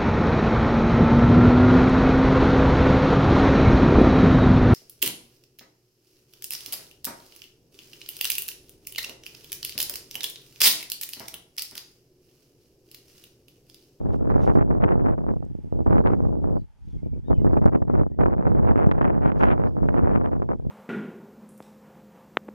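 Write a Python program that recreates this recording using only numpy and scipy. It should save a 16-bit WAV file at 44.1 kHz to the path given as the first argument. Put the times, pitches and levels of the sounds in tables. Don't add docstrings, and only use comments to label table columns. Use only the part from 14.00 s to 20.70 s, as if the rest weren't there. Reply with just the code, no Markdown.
import sys
import numpy as np
from scipy import signal
from scipy.fft import rfft, irfft
from scipy.io import wavfile
from scipy.ndimage import uniform_filter1d, minimum_filter1d, map_coordinates

SR = 44100
rng = np.random.default_rng(int(sys.argv[2]) if len(sys.argv) > 2 else 0)


def inscribe(sig):
    pcm = np.round(np.clip(np.atleast_2d(sig).T, -1, 1) * 32767)
    wavfile.write(sys.argv[1], SR, pcm.astype(np.int16))


N = 295470
TIME = np.arange(N) / SR

# t/s, level/dB, corner f/Hz
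SLAPS = [(0.31, -9, 467), (0.36, -5.5, 332), (0.467, -9.5, 421), (0.483, -8.5, 359), (0.553, -3.5, 268.3),
         (0.574, -4.5, 325), (0.71, -12.5, 535.2), (0.832, -6, 378.3), (0.852, -4, 170.4),
         (0.84, -6.5, 700.8), (0.922, -11.5, 582), (1.022, -9.0, 116.6), (1.07, -8.5, 437.4),
         (1.266, -13, 380.6), (1.338, -16, 339), (1.366, -18, 300), (1.427, -18, 329.9),
         (1.552, -17.5, 189.3), (1.726, -11.5, 285.8), (1.806, -11.5, 285.7), (1.864, -9, 400.4),
         (1.928, -5.5, 418.9), (1.982, -10, 690.4), (2.061, -6.0, 514.4), (2.073, -7.5, 680),
         (2.205, -12.5, 369.5), (2.57, -13, 347), (3.062, -17.5, 188.8), (3.284, -15, 250.8),
         (3.309, -5, 316.7), (3.447, -3, 307.9), (3.533, -6.5, 359.8), (3.57, -6.5, 380.8),
         (3.657, 0.5, 176), (3.66, -1.5, 444.5), (3.677, -9.5, 488.3), (3.821, -12.5, 386.5),
         (3.9, -7.5, 373.2), (3.954, -11.5, 540), (4.017, -7.0, 153.7), (4.066, -13.0, 368.6),
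         (4.259, -3, 420.8), (4.283, -7.5, 327), (4.338, -16, 599), (4.469, -6, 511.4),
         (4.518, -10.5, 421.1), (4.647, -9, 426.6), (4.69, -6.5, 524.5), (4.759, -8.0, 284.5),
         (4.871, -2, 229.9), (4.914, -6.5, 726), (5.012, -4.5, 520), (5.104, -7.5, 544.3),
         (5.259, -6.0, 460.4), (5.319, -14, 801.2), (5.435, -1.5, 679.3), (5.638, -10, 563.2),
         (5.768, -12.5, 394.2), (5.822, -8, 129.5), (5.888, -6.0, 596.3), (5.943, -8.0, 491.2),
         (6.034, -7, 90), (6.073, -7.5, 499), (6.16, -6.5, 649.3), (6.213, -10.5, 475.4),
         (6.332, -11, 382.1), (6.421, -9.5, 436.9), (6.491, -12.5, 442.7), (6.515, -11.5, 492.9),
         (6.598, -18, 263)]


def amp(db):
    return 10 ** (np.asarray(db) / 20)


def unit(x):
    return x / np.sqrt(np.mean(x ** 2) + 1e-20)


def curve(rows):
    return np.interp(TIME, *np.transpose(rows))


def flutter(slow_hz, fast_hz):
    hz = np.fft.rfftfreq(N, 1 / SR)
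    shape = hz / (hz ** 2 + slow_hz ** 2) ** 0.791 * np.exp(-(hz / fast_hz) ** 2)
    wavering = unit(irfft(rfft(rng.standard_normal(N)) * shape, N))
    return 2 * np.tanh(wavering / 2)


def filtered(x, hz, kind, order):
    return signal.sosfilt(signal.butter(order, min(hz, .49 * SR), kind, fs=SR, output="sos"), x)


def stereo_noise(spectrum, width):
    hz, db = np.transpose(spectrum)
    shape = amp(np.interp(np.log(np.fft.rfftfreq(N, 1 / SR) + 1), np.log(hz), db))
    mid, side = [unit(irfft(rfft(rng.standard_normal(N)) * shape, N)) for _ in range(2)]
    return np.array([mid + width * side, mid - width * side])


def air():
    # f/Hz, level/dB
    spectrum = [(100, 1), (600, -1), (740, -1.5), (860, 9), (1030, -3.5), (1900, -7.5), (3400, -11),
                (4000, -16.5), (4800, -13), (7000, -17.5), (8000, -20), (11000, -20), (13500, -25),
                (15500, -44)]
    # t/s, level/dB
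    levels = [(0, -70), (1.0, -78), (1.2, -72.5), (2.0, -69.5), (2.7, -73), (3.5, -71.5), (4.5, -79),
              (5.2, -78), (5.7, -72), (6.7, -72.5)]
    return amp(curve(levels) + flutter(slow_hz=4, fast_hz=15)) * stereo_noise(spectrum, width=0.74)


def glide(hz, fade):
    return unit(np.sin(2 * np.pi * np.cumsum(hz) / SR) * signal.windows.tukey(len(hz), fade))


def birds(whistle_db=-72.5, twitter_db=2.5, echo_db=-5.5, echo_s=.2):
    # t/s, length/s, level/dB, buzz/share of pitch, start f/Hz, end f/Hz
    notes = [(2.533, 0.11, -81, 0.065, 4836, 4207), (2.863, .13, -82.5, .012, 3660, 3190),
             (2.97, 0.048, -79, 0.021, 2185, 2071), (3.035, 0.032, -76, 0.013, 2352, 2347),
             (3.131, 0.024, -75.5, 0.05, 2280, 2450), (3.235, 0.062, -82, .006, 1780, 1800),
             (3.359, 0.025, -72.5, 0.021, 2603, 2345), (3.377, .042, -74, 0.013, 2170, 2020),
             (3.485, 0.045, -81.5, 0.044, 4650, 4472), (3.63, 0.044, -81, 0.038, 4891, 4653),
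             (4.109, 0.045, -78, 0.0096, 1755, 2030), (4.528, 0.043, -81, .015, 3104, 3090),
             (4.693, .035, -78.5, 0.045, 4792, 4729), (5.635, 0.073, -77.5, .11, 4658, 5070)]
    # t/s, f/Hz
    whistle = [(3.23, 3375), (3.262, 3658), (3.292, 3730), (3.315, 3200), (3.36, 3010), (3.44, 2830)]
    song = np.zeros(N)
    wobble = flutter(slow_hz=90, fast_hz=300)
    for start, length, db, buzz, start_hz, end_hz in notes:
        hz = np.linspace(start_hz, end_hz, round(length * SR))
        at = round(start * SR) + np.arange(len(hz))
        song[at] += amp(db) * glide(hz * (1 + buzz * wobble[at]), fade=.5)
    song *= amp(twitter_db * flutter(slow_hz=40, fast_hz=90))
    calling = (TIME > whistle[0][0]) & (TIME < whistle[-1][0])
    song[calling] += amp(whistle_db) * glide(curve(whistle)[calling], fade=.4)
    t = TIME[:SR // 2]
    scatter = rng.standard_normal((2, len(t))) * np.exp(-np.log(1000) * t / echo_s)
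    echo = signal.fftconvolve(song[None], scatter / np.linalg.norm(scatter[0]), axes=1)[:, :N]
    return song * amp([[2], [-8]]) + amp(echo_db) * echo


def rustles(grain_db=3.5):
    # middle t/s, level/dB, half length/s
    swells = [(0.144, -68.5, 0.016), (0.307, -68.5, 0.0063), (0.446, -61, 0.029), (0.55, -70.5, 0.02),
              (2.904, -77, 0.071), (5.422, -65.5, 0.034), (5.869, -77, 0.028)]
    # f/Hz, level/dB
    spectrum = [(800, -10.0), (2500, 5.5), (4500, 0.5), (6300, 0.5), (7800, -12.0), (10000, -7.5),
                (13000, -14.5), (15500, -36)]
    loudness = sum(amp(db) * np.exp(-.5 * ((TIME - when) / half) ** 2) for when, db, half in swells)
    grain = amp(grain_db * flutter(slow_hz=40, fast_hz=300))
    return loudness * grain * stereo_noise(spectrum, width=0.41)


def ticks(decay_s=0.00025, fizz_db=-16):
    # t/s, level before filtering/dB, treble limit f/Hz, left minus right/dB
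    clicks = [(0.84, -16.5, 2990, 16.5), (0.923, -23, 2800, 15), (1.452, -42, 10900, 6),
              (1.982, -29, 2500, -16), (2.073, -16.5, 2780, 8), (3.657, -28, 5900, 3),
              (3.66, -32.5, 8800, -12), (4.484, -40, 4309, -8), (4.871, -37.5, 12240, -0.5),
              (4.914, -22, 3891, 14), (5.259, -43, 5880, -2), (5.435, -19.5, 3804, -16)]
    out, t = np.zeros((2, N)), TIME[:SR // 100]
    for start, db, bright_hz, pan_db in clicks:
        fizz = amp(fizz_db) * np.exp(-t / decay_s) * rng.standard_normal((2, len(t)))
        click = filtered((t == 0) + fizz, bright_hz, "low", order=4)
        pan = amp([[pan_db / 2], [-pan_db / 2]])
        out[:, round(start * SR):][:, :len(t)] += amp(db) * pan * click
    return out


def puff(t, start, hold, attack, release):
    return np.clip((t - start) / attack, 0, 1) * np.exp(-np.maximum(t - start - hold, 0) / release)


def flow(breeze_hz=316, breeze_ref_db=-25, sputter_db=2.0, gust_rise_s=.019,
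         wake_db=-14, wake_rise_s=.004, wake_speed=1.1):
    # t/s, pressure level/dB
    breeze = [(0, -31), (.3, -28), (.75, -27), (1.2, -29), (1.45, -33), (1.68, -35), (2.05, -25),
              (2.58, -32), (2.74, -52), (2.83, -39.5), (3.25, -35.5), (3.55, -24), (3.82, -28), (4.13, -32),
              (4.5, -24.5), (5.3, -24.5), (5.75, -27.5), (6.1, -23.5), (6.57, -34), (6.7, -30.5)]
    # t/s, hold/s, pressure level/dB, corner f/Hz
    gusts = [(0.0, 0.038, -28.5, 324.4), (0.045, 0.11, -23, 312), (0.205, 0.069, -24.5, 353.5),
             (0.285, 0.16, -19.5, 388.5), (0.466, 0.04, -16.5, 489.8), (0.55, 0.065, -18.0, 459.4),
             (0.635, 0.061, -25.5, 259), (0.697, 0.069, -19.5, 315.8), (0.799, 0.14, -20.5, 498.1),
             (0.946, 0.098, -22.0, 372.8), (1.045, 0.088, -21.5, 452.9), (1.172, 0.044, -26.5, 375.3),
             (1.267, 0.041, -22.0, 416.5), (1.722, 0.09, -25.5, 225.6), (1.86, 0.14, -16, 376.6),
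             (2.048, 0.1, -18.5, 426), (2.16, 0.076, -23.0, 261.3), (2.231, 0.14, -23.5, 233),
             (2.423, 0.078, -21, 304.9), (2.506, 0.068, -23, 279.6), (2.934, 0.026, -24.5, 124.8),
             (3.015, 0.061, -26.5, 134.7), (3.123, 0.058, -27.5, 135.1), (3.296, 0.033, -16, 349.8),
             (3.374, 0.0563, -19.5, 193.9), (3.445, 0.11, -19.5, 317.6), (3.609, 0.027, -18.5, 381),
             (3.653, 0.026, -22.0, 520.5), (3.718, 0.043, -19.0, 459.3), (3.873, 0.049, -24.5, 460.7),
             (3.936, 0.094, -20.0, 388.7), (4.185, 0.052, -14.5, 429.7), (4.248, 0.075, -22.5, 400.3),
             (4.368, 0.039, -23.5, 392.7), (4.438, 0.073, -20.5, 395.8), (4.508, 0.1279, -20.0, 344.7),
             (4.662, 0.047, -17.5, 539.4), (4.75, 0.1, -19.5, 548.7), (4.967, 0.018, -23, 640.5),
             (5.006, 0.091, -20.0, 560.8), (5.136, 0.057, -26.5, 441.7), (5.214, 0.087, -22, 720),
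             (5.394, 0.14, -19.5, 801.4), (5.539, 0.14, -23.0, 448.9), (5.817, 0.041, -20, 370.6),
             (5.944, 0.06, -21, 544), (6.017, 0.16, -20.5, 489.9), (6.235, 0.038, -22.0, 610.1),
             (6.3, 0.069, -26.5, 485.3), (6.409, 0.028, -27.5, 460.5), (6.48, 0.059, -25.5, 389.1),
             (6.644, 0.055, -31, 206.4)]
    speed_power = .88
    ebb_power = .55
    step = 20
    t = TIME[::step]
    breeze_db = (curve(breeze) + sputter_db * flutter(slow_hz=12.19, fast_hz=25.16))[::step]
    parts = [(amp(breeze_db), breeze_hz * amp(breeze_db - breeze_ref_db) ** speed_power)]
    for start, hold, db, hz in gusts:
        push = puff(t, start - gust_rise_s / 2, hold + gust_rise_s / 2, gust_rise_s, release=.022)
        parts.append((amp(db) * push, hz * push ** np.where(t < start + hold, speed_power, ebb_power)))
    for when, db, hz in SLAPS:
        push = puff(t, when - wake_rise_s, hold=.009, attack=wake_rise_s, release=.0097)
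        parts.append((amp(db + wake_db) * push, wake_speed * hz * push ** speed_power))
    pressure, corner_hz = np.transpose(parts, (1, 0, 2))
    power = pressure ** 2
    total_db = 10 * np.log10(power.sum(0))
    mean_hz = np.average(corner_hz, axis=0, weights=power)
    return np.interp(TIME, t, total_db), np.interp(TIME, t, mean_hz)


def pops(pressure_db, corner_hz, count=330, over_db=4.0, range_db=6.5, speed=0.97, speed_range_db=4.0):
    when, strength, tightness = rng.random((count, 3)).T
    at = (when * (N - 1)).astype(int)
    db = pressure_db[at] + over_db + range_db * strength ** 2
    hz = speed * corner_hz[at] * amp(speed_range_db * tightness)
    return list(zip(TIME[at], db, hz))


def crackle(eddies, snap_db=-37.0, snap_hz=4600, hard_hz=500, steepness=1.4):
    out = np.zeros((2, N))
    for (when, db, corner_hz), left in zip(eddies, rng.random(len(eddies))):
        hardness = min(corner_hz / hard_hz, 1) ** steepness
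        out[:, round(when * SR)] += amp(db + snap_db) * hardness * 2 * np.array([left, 1 - left])
    return filtered(out, snap_hz, "low", order=3)


def slaps(eddies, opposed_db=-1.0, common_db=-12.0, common_speed=0.84):
    out = np.zeros((2, N))
    for (when, db, corner_hz), phase in zip(eddies, rng.random((len(eddies), 2))):
        middle = round(when * SR)
        near = slice(max(middle - SR // 50, 0), middle + SR // 50)
        passage = np.pi * corner_hz * (TIME[near] - when) * np.array([[1.5], [1.808 * common_speed]])
        swing = (np.exp(2j * np.pi * phase[:, None]) / (1 - 1j * passage) ** 2).real
        out[:, near] += amp(db) * amp([[opposed_db], [common_db]]) * swing
    return out


def rumble(corner_hz, eddy_samples=64, count=2 ** 19):
    travel = np.cumsum(corner_hz) / SR * eddy_samples
    fineness = np.fft.rfftfreq(count, 1 / eddy_samples)
    pattern = unit(irfft(rfft(rng.standard_normal(count)) * np.exp(-fineness)))
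    return map_coordinates(pattern, [travel % (count - 1)], order=3)


def buffeting(pressure_db, corner_hz, surge_db=1.0, surge_speed_db=0.29, churn_db=3.5,
              churn_speed_db=0.7949, opposed_db=0.8, common_db=-14.5, speed=.8, common_speed=1.27):
    surge = flutter(slow_hz=12.96, fast_hz=17.62)
    churn = flutter(slow_hz=32.63, fast_hz=275.4)
    spurts = churn + .22 * (churn ** 2 - 1)
    force = amp(pressure_db + surge_db * surge + churn_db * churn)
    corner_hz = corner_hz * amp(surge_speed_db * surge + churn_speed_db * spurts)
    return np.array([amp(opposed_db) * force * rumble(speed * corner_hz),
                     amp(common_db) * force * rumble(common_speed * corner_hz)])


def wind(low_cut_hz=39, top_hz=3750, leak_db=-16, opposed_top_hz=3000):
    pressure_db, corner_hz = flow()
    small_eddies = pops(pressure_db, corner_hz)
    pressure = buffeting(pressure_db, corner_hz) + slaps(small_eddies)
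    body = filtered(pressure, top_hz, "low", order=5)
    body = filtered(body[:, ::-1], top_hz, "low", order=5)[:, ::-1]
    pressure = body + amp(leak_db) * (pressure - body) + slaps(SLAPS)
    opposed, common = filtered(pressure, low_cut_hz, "high", order=2)
    opposed = filtered(opposed, opposed_top_hz, "low", order=1)
    stereo = np.array([(common + opposed) * amp(0.47), (common - opposed) * amp(1.0)])
    return stereo + crackle(SLAPS + small_eddies)


def scene():
    return wind() + air() + rustles() + ticks() + birds()


def record(dry, top_hz=15800):
    safe_gain = 1 / np.maximum(abs(dry).max(0), 1)
    held_gain = minimum_filter1d(safe_gain, size=241)
    smooth_gain = uniform_filter1d(uniform_filter1d(held_gain, size=121), size=121)
    treble_cut = signal.firwin(511, top_hz, window=("kaiser", 9), fs=SR)
    return signal.oaconvolve(dry * smooth_gain, treble_cut[None], "same")


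dry = scene()
out = record(dry)
inscribe(out)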